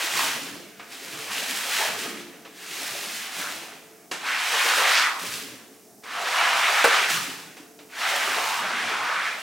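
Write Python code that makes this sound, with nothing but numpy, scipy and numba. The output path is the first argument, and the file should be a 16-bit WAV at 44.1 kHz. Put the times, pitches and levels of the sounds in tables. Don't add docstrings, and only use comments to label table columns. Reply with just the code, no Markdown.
import sys
import numpy as np
from scipy import signal
from scipy.fft import rfft, irfft
from scipy.io import wavfile
from numba import njit

SR = 44100
rng = np.random.default_rng(int(sys.argv[2]) if len(sys.argv) > 2 else 0)


def transcribe(u):
    v = np.clip(np.atleast_2d(u).T, -1, 1)
    q = np.round(v * 32767).astype(np.int16)
    wavfile.write(sys.argv[1], SR, q)


N = 415412
TIME = np.arange(N) / SR
LIFT_DB_PER_S = 74

# start t/s, attack/s, lift t/s, spray end t/s, wave release/(dB/s), wave level/dB,
# spray level/dB, swell/(dB/s), deepest t/s, gulp level there against the wave/dB
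STROKES = [(-0.25, .25, 0.27, 0.24, 82, -30.5, -32, 7, 0.16, -15.5),
           (0.75, 0.57, 1.8, 1.83, 74, -37, -34, 13.5, 1.83, -8),
           (2.48, 0.36, 3.47, 3.23, 78, -41.5, -38.5, -6.5, 2.95, -5.5),
           (4.13, 0.55, 5.02, 4.94, 190, -23, -28.5, 1, 4.3, -15.5),
           (6.019, 0.34, 6.98, 6.82, 78, -23, -33.5, 5.5, 6.6, -13.5),
           (6.84, 0.094, 6.994, 7.02, 70, -26, -33.5, 3, 6.9, -20),
           (7.88, 0.27, 8.9, 8.55, 80, -30, -35.5, -5.5, 8.38, -10.5),
           (8.56, 0.24, 9.27, 9.5, 78, -30.5, -44.5, -3.5, 9.15, -10)]
def strokes(deep_s=0.13, thin_gulp_db=-2):
    wave_power, spray_power, gulping = 0, 0, 0
    for start, attack_s, lift, spray_end, release, wave_db, spray_db, swell, deepest, gulp_db in STROKES:
        full = start + attack_s
        effort = undb(swell * (np.clip(TIME, full, lift) - (full + lift) / 2))
        wave_shape = envelope(start, attack_s, lift, release, curve=1.08)
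        spray_shape = envelope(start, attack_s, spray_end, LIFT_DB_PER_S, curve=1.19)
        push = (effort * undb(wave_db) * wave_shape) ** 2 + 1e-18
        depth = bell_curve(deepest, deep_s)
        gulping += push * (gulp_db + thin_gulp_db * (1 - depth))
        wave_power += push
        spray_power += (effort * undb(spray_db) * spray_shape) ** 2
    return wave_power, spray_power, gulping / wave_power


# t/s, attack/s, release after/s, wash level/dB, spray level/dB
FLINGS = [(0.17, .025, 0.081, -38.5, -32.5), (0.41, 0.027, 0.08, -42.5, -44.5),
          (0.893, .03, 0.046, -49, -48.5), (1.28, .03, 0.07, -36, -38), (1.67, 0.071, 0.2, -33.5, -39.5),
          (1.965, 0.024, 0.074, -39, -37.5), (3.287, .09, 0.12, -41.5, -34.5),
          (3.462, 0.044, 0.08, -40, -39.5), (4.222, 0.057, 0.13, -30, -44), (5.186, .006, 0.18, -42, -38),
          (7.072, 0.032, 0.054, -34, -28), (7.947, 0.082, 0.1, -30, -38.5), (8.42, 0.028, 0.044, -42, -39)]
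def flings(wash_db_per_s=48, spray_db_per_s=74.5):
    wash_power, spray_power = 0, 0
    for start, attack_s, length_s, wash_db, spray_db in FLINGS:
        end = start + length_s
        wash_power += (undb(wash_db) * envelope(start, attack_s, end, wash_db_per_s)) ** 2
        spray_power += (undb(spray_db) * envelope(start, attack_s, end, spray_db_per_s)) ** 2
    return wash_power, spray_power


# f/Hz, level/dB
WAVE_EQ = [(100, -63), (400, -30.5), (700, -3.5), (1000, -1), (1500, 2), (2300, 0.5), (3200, -4),
           (4900, -12), (7000, -13.5), (10000, -19), (15000, -47.5)]
def wave():
    cloud = bubbles(low_hz=616, high_hz=5956, cycles=12.1, spread_db=1.4, glide=0.22, count=50000)
    froth = undb(2.5) * droplets(spread_db=2.5, count=90000)
    ridge = unit(churn(equalise(cloud + froth, WAVE_EQ)))
    return ridge * undb(1.1 * wander(22))


def churn(rest, flicker_db=1.97, per_s=17):
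    out = np.zeros(N)
    for hz in 700 * 2 ** (np.arange(6) / 2):
        band = signal.sosfiltfilt(signal.butter(4, hz, fs=SR, output="sos"), rest)
        out += band * undb(flicker_db * wander(per_s))
        rest = rest - band
    return out + rest


# f/Hz, level/dB
GULP_EQ = [(70, -47), (220, -36), (350, -11), (480, -1), (700, 6), (950, -4), (1400, 2), (2500, -43)]
def gulps():
    cloud = bubbles(low_hz=291, high_hz=1285, cycles=12, spread_db=1.5, glide=0.11, count=7000)
    return unit(equalise(cloud, GULP_EQ) * undb(5.9 * wander(16)))


# (t/s, f/Hz, level/dB)
HOLLOWS = [(0.87, [(4.2, 900, -45), (4.3, 1640, -27), (4.48, 1650, -43), (4.7, 1390, -23.5),
           (4.82, 1590, -27), (5.0, 1730, -24.5), (5.07, 1480, -21), (5.13, 1110, -33.5)]),
           (0.69, [(6.05, 1090, -48), (6.19, 1260, -30), (6.25, 1170, -42), (6.42, 990, -26),
           (6.58, 1030, -33), (6.76, 1380, -29), (6.84, 1500, -35), (6.93, 1494, -26), (7.1, 1300, -35.5)]),
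           (0.43, [(8.3, 800, -50), (8.42, 840, -36), (8.52, 940, -29), (8.62, 1200, -32),
           (8.76, 1620, -29), (8.9, 1950, -39)]), (0.68, [(8.86, 1160, -42), (9.0, 1160, -29.5),
           (9.1, 1250, -26), (9.22, 1580, -29), (9.32, 1710, -31.5), (9.41, 1750, -44)])]
def hollows(slosh_octaves=0.045, attack_s=0.012):
    froth, out = droplets(spread_db=1.2, count=30000), np.zeros(N)
    for width, sweep in HOLLOWS:
        times, hz, db = np.transpose(sweep)
        pitch = np.interp(TIME, times, hz) * 2 ** (slosh_octaves * wander(12))
        voice = unit(resonance(froth, pitch, width, width) / np.sqrt(pitch))
        gate = envelope(times[0], attack_s, times[-1], LIFT_DB_PER_S)
        out += voice * undb(np.interp(TIME, times, db)) * gate
    return out


# t/s, centre f/Hz, level/dB
SURGES = [(4.52, 513, -34.5), (4.645, 487, -36), (4.77, 528, -30), (6.68, 726, -33), (6.995, 475, -37),
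          (8.11, 695, -31), (8.27, 382, -39), (8.361, 477, -35), (8.63, 657, -36.5)]
def surges(width=0.46, attack_s=0.012, length_s=0.016, release_db_per_s=163):
    shower, out = droplets(spread_db=1, count=20000), np.zeros(N)
    for start, hz, db in SURGES:
        gush = unit(resonance(shower, hz, width, width))
        out += undb(db) * gush * envelope(start, attack_s, start + length_s, release_db_per_s)
    return out


# peak t/s, centre f/Hz, level/dB
CRESTS = [(0.215, 1010, -31), (1.359, 2570, -35), (1.83, 836, -30.5), (1.86, 1803, -30), (3.26, 2900, -41),
          (3.47, 1480, -34.5), (4.96, 4570, -27), (8.14, 1620, -29), (8.39, 1080, -29)]
def crests(spread_s=0.043, width=0.47):
    shower, out = droplets(spread_db=5, count=25000), np.zeros(N)
    for peak, hz, db in CRESTS:
        fizz = unit(resonance(shower, hz, width, 2 * width))
        out += undb(db) * fizz * bell_curve(peak, spread_s)
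    return out


# f/Hz, level/dB
SPRAY_EQ = [(800, -32.5), (1600, 0.5), (2600, 4), (5000, 0.5), (6500, -1), (8500, -3), (13500, -9),
            (16000, -10.5)]
def spray(wave_db, spray_db, crossover_hz=7500, fineness=0.21):
    mist = droplets(spread_db=2.5, count=150000)
    crackle = undb(-8.5) * droplets(spread_db=0.5, count=6000) + undb(-11) * spatter()
    drops = unit(equalise(mist + crackle, SPRAY_EQ)) * undb(1.3 * wander(30))
    coarse = signal.sosfiltfilt(signal.butter(2, crossover_hz, fs=SR, output="sos"), drops)
    fine = undb(fineness * (spray_db - wave_db)) * (drops - coarse)
    return undb(spray_db) * (coarse + fine)


def spatter(decay_s=0.00094):
    hits = np.abs(droplets(spread_db=2, count=900))
    bursts = signal.oaconvolve(hits, np.exp(-TIME[:SR // 100] / decay_s))[:N]
    return unit(bursts * rng.standard_normal(N))


# t/s, splash level/dB, knock level/dB, splash low-pass f/Hz
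SLAPS = [(0.794, -29.5, -64, 3880), (2.449, -32.5, -57, 5030), (4.1125, -18.5, -51, 12020),
         (6.035, -35, -59, 14000), (7.5665, -34.5, -68, 12000), (7.7882, -37, -74, 6040)]
# f/Hz, level/dB
SLAP_EQ = [(40, -38), (150, -14.5), (500, -2), (1400, -3), (2400, -3), (4000, -7.5), (8000, -11),
           (15000, -24)]
def slaps(decay_s=0.04, knock_trim_db=-3, splash_trim_db=-7):
    t, out = TIME[:SR // 3], np.zeros(N)
    landing = 1 - np.exp(-t / 0.0013)
    for start, splash_db, knock_db, top_hz in SLAPS:
        burst = undb(splash_db + splash_trim_db) * rng.standard_normal(len(t)) * np.exp(-t / decay_s)
        splash = signal.sosfilt(signal.butter(2, top_hz, fs=SR, output="sos"), burst)
        body = undb(knock_db + knock_trim_db) * frame_ring(t)
        add(out, start, landing * (body + splash))
    return equalise(out, SLAP_EQ)


# t/s, crack level/dB, ring level/dB
KNOCKS = [(6.841, -13, -20), (6.871, -22, -32)]
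# f/Hz, level/dB
CRACK_EQ = [(250, -11), (400, -1), (1400, 2.5), (2400, -1.5), (3200, -10), (5500, -14), (9000, -15.5),
            (15000, -25)]
def knocks(contact_s=0.012, decay_s=0.01, low_cut_hz=240):
    t, out = TIME[:SR // 3], np.zeros(N)
    contact = np.exp(-np.maximum(t - contact_s, 0) / decay_s)
    for start, crack_db, ring_db in KNOCKS:
        chatter = np.sign(rng.standard_normal(len(t))) * contact
        add(out, start, undb(crack_db) * equalise(chatter, CRACK_EQ) + undb(ring_db) * frame_ring(t))
    return signal.sosfilt(signal.butter(4, low_cut_hz, "highpass", fs=SR, output="sos"), out)


# f/Hz, t60/s, level/dB
FRAME_MODES = [(392, 0.14, -18), (471.5, 0.14, 3), (539, 0.1, 2.5), (750, 0.039, -7), (964, 0.092, -8),
               (1276, .08, -2), (1574, 0.25, -4.5), (2330, 0.17, -2)]
def frame_ring(t):
    tone = sum(undb(db) * np.sin(2 * np.pi * (hz * t + rng.random())) * undb(-60 * t / t60)
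               for hz, t60, db in FRAME_MODES)
    tone *= 1 - np.exp(-t / 0.0029)
    return tone / np.std(tone[:SR // 50])


# t/s, f/Hz, level/dB
POCKETS = [(0.038, 320, -29), (0.448, 279, -37), (1.499, 258, -33.5), (1.794, 400, -27),
           (7.131, 165.3, -31), (7.278, 266, -33), (7.596, 295, -34), (8.36, 400.7, -28), (8.731, 240, -35)]
def pockets(cycles=24.0, glide=0.13):
    starts, hz, db = np.transpose(POCKETS)
    lag, shrink = rng.random((len(starts), 2)).T
    life = np.full(len(starts), cycles)
    glugs = ring_bubbles(starts, hz, life, undb(db), glide)
    shed = ring_bubbles(starts + 0.0324 * lag, hz * (1 + 0.18 * shrink), life, undb(db) / 2, glide)
    return glugs + shed


# start t/s, release t/s, level/dB
PRESSES = [(0.116, 0.525, -44), (0.995, 1.554, -48), (1.869, 2.128, -43), (2.665, 3.08, -50),
           (3.34, 3.606, -49), (5.2, 5.48, -46.5), (7.07, 7.26, -44.5), (8.216, 8.462, -53),
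           (8.573, 8.982, -45.5)]
# f/Hz, level/dB
SQUELCH_EQ = [(55, -22), (80, -15.5), (105, -7.5), (170, 0.5), (300, 3), (400, 1.5), (600, 0), (1200, -45)]
def squelch(attack_s=0.037, release_db_per_s=62):
    power = sum((undb(db) * envelope(start, attack_s, end, release_db_per_s)) ** 2
                for start, end, db in PRESSES)
    cloud = bubbles(low_hz=80.2, high_hz=654, cycles=14.3, spread_db=2.5, glide=0.091, count=3500)
    return np.sqrt(power) * unit(equalise(cloud, SQUELCH_EQ))


# f/Hz, level/dB
GROAN_MODES = [(224, -8), (293, -2), (345, 0)]
# start t/s, attack/s, release t/s, level/dB
GROAN_SWELLS = [(0.36, 0.092, 0.56, -51.5), (1.92, .2, 2.3, -47)]
def groan(width=0.029, release_db_per_s=174):
    ticks = droplets(spread_db=2, count=6000)
    voice = sum(undb(db) * unit(resonance(ticks, hz, width, 2 * width)) for hz, db in GROAN_MODES)
    swell = sum(undb(db) * envelope(start, attack_s, end, release_db_per_s)
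                for start, attack_s, end, db in GROAN_SWELLS)
    return voice * swell


# f/Hz, level/dB
AIR_EQ = [(25, -37), (60, -25), (125, -9.5), (170, -3.5), (290, 2.5), (440, -2), (530, -8.5), (700, -3),
          (950, -15.5), (3000, -29), (5500, -14), (16000, -17.5)]
# f/Hz, rms level/dB
FAN_TONES = [(292, -66.5), (436, -61.5), (689, -66.5)]
def ventilation(air_db=-52):
    out = unit(equalise(rng.standard_normal(N), AIR_EQ)) * undb(air_db)
    for hz, db in FAN_TONES:
        amplitude = np.sqrt(2) * undb(db + 2 * wander(5.5))
        pitch = hz + 4 * wander(13)
        out += amplitude * np.sin(2 * np.pi * np.cumsum(pitch) / SR)
    return out


# f/Hz, t60/s
ROOM_DECAY = [(150, 0.88), (600, 0.6), (2000, 0.52), (6000, 0.62)]
def reverb_tails(predelay_s=0.0041, size=SR // 2):
    hz, t, spectrogram = signal.stft(rng.standard_normal((2, size)), SR, nperseg=256)
    fade = undb(-60 * t / lookup(ROOM_DECAY, hz)[:, None])
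    tails = signal.istft(spectrogram * fade)[1][:, :size] * (TIME[:size] > predelay_s)
    return tails / np.linalg.norm(tails, axis=1, keepdims=True)


# f/Hz, level/dB
SIDE_EQ = [(90, 1.5), (250, -4.5), (600, -2.5), (12000, -0.5)]
def room(x, direct_db=-0.64, echo_db=-7.5, side_db=-11, moves=60):
    mid, side = undb(direct_db) * x, np.zeros(N)
    position = np.linspace(0, moves, N)
    for spot in range(moves + 1):
        near = np.flatnonzero(np.abs(position - spot) < 1)
        stretch = x[near] * np.cos(np.pi / 2 * (position[near] - spot))
        centred, sideways = signal.fftconvolve(stretch[None], reverb_tails(), axes=1)
        add(mid, TIME[near[0]], undb(echo_db) * centred)
        add(side, TIME[near[0]], undb(side_db) * sideways)
    side = equalise(side, SIDE_EQ)
    return np.array([mid + side, mid - side])


def bubbles(low_hz, high_hz, cycles, spread_db, glide, count):
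    when, pitch, life, luck = rng.random((count, 4)).T
    hz = low_hz + (high_hz - low_hz) * pitch
    amplitude = np.sqrt(hz) * undb(-spread_db * np.log(np.maximum(luck, 1 / 150)))
    return unit(ring_bubbles(when * N / SR, hz, cycles * (.5 + life), amplitude, glide))


@njit
def ring_bubbles(starts, hz, cycles, amplitude, glide):
    out = np.zeros(N)
    for k in range(len(starts)):
        start, length = int(starts[k] * SR), int(cycles[k] * SR / hz[k]) + 2
        turn = 2 * np.pi * hz[k] / SR
        phasor = amplitude[k] + 0j
        step = np.exp(1j * turn - 5.76 / length)
        rise = np.exp(1j * turn * glide / length)
        for i in range(max(start, 0), min(start + length, N)):
            phasor *= step
            step *= rise
            out[i] += phasor.imag * min((i - start) * hz[k] / SR / 2, 1.)
    return out


def droplets(spread_db, count):
    when, luck, sign = rng.random((count, 3)).T
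    amplitude = np.sign(sign - .5) * undb(-spread_db * np.log(np.maximum(luck, 1 / 120)))
    return unit(np.bincount((when * N).astype(int), amplitude, N))


def resonance(x, hz, first_width, second_width):
    pitch = hz * np.ones(N)
    return bandpass(bandpass(x, pitch, first_width), pitch, second_width)


@njit
def bandpass(x, hz, width):
    out, band_state, low_state = np.empty(N), 0., 0.
    for i in range(N):
        tuning = np.tan(np.pi * hz[i] / SR)
        band = (band_state + tuning * (x[i] - low_state)) / (1 + tuning * (tuning + width))
        band_state = 2 * band - band_state
        low_state += 2 * tuning * band
        out[i] = width * band
    return out


def equalise(x, points, size=2048):
    gain = undb(lookup(points, np.fft.rfftfreq(size, 1 / SR)))
    cepstrum = irfft(np.log(gain))
    cepstrum[1:size // 2] *= 2
    cepstrum[size // 2 + 1:] = 0
    response = irfft(np.exp(rfft(cepstrum)))
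    return signal.oaconvolve(x, response / np.linalg.norm(response))[:len(x)]


def envelope(start, attack_s, end, release_db_per_s, curve=1):
    attack = np.clip((TIME - start) / attack_s, 0, 1) ** curve
    return attack * undb(-release_db_per_s * np.maximum(TIME - end, 0))


def bell_curve(peak, spread_s):
    return np.exp(-.5 * ((TIME - peak) / spread_s) ** 2)


def wander(per_s):
    knots = rng.standard_normal(int(TIME[-1] * per_s) + 2)
    return np.interp(TIME * per_s, np.arange(len(knots)), knots)


def lookup(points, hz):
    point_hz, value = np.transpose(points)
    return np.interp(np.log(np.maximum(hz, 1)), np.log(point_hz), value)


def add(out, start_s, x):
    start = max(int(start_s * SR), 0)
    out[start:start + len(x)] += x[:max(N - start, 0)]


def undb(db):
    return 10 ** (np.asarray(db) / 20)


def unit(x):
    return x / np.sqrt(np.mean(x ** 2))


def scene(trickle_db=-79):
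    pushed_wave, pushed_spray, gulp_db = strokes()
    flung_wash, flung_spray = flings()
    trickle = undb(trickle_db) ** 2
    wave_db = 10 * np.log10(pushed_wave + flung_wash + trickle)
    spray_db = 10 * np.log10(pushed_spray + flung_spray + trickle)
    water = undb(wave_db) * (undb(0.5) * wave() + undb(gulp_db) * gulps())
    drops = undb(3) * spray(wave_db, spray_db)
    blade = water + hollows() + surges() + crests() + drops + slaps() + knocks()
    lows = squelch() + pockets() + groan()
    return room(blade + lows + ventilation())


def record(dry, lean_db=0.5, top_hz=15850):
    pair = dry * undb(np.array([[-lean_db], [lean_db]]) / 2)
    return signal.sosfilt(signal.ellip(10, .2, 80, top_hz, fs=SR, output="sos"), pair)


dry = scene()
out = record(dry)
transcribe(out)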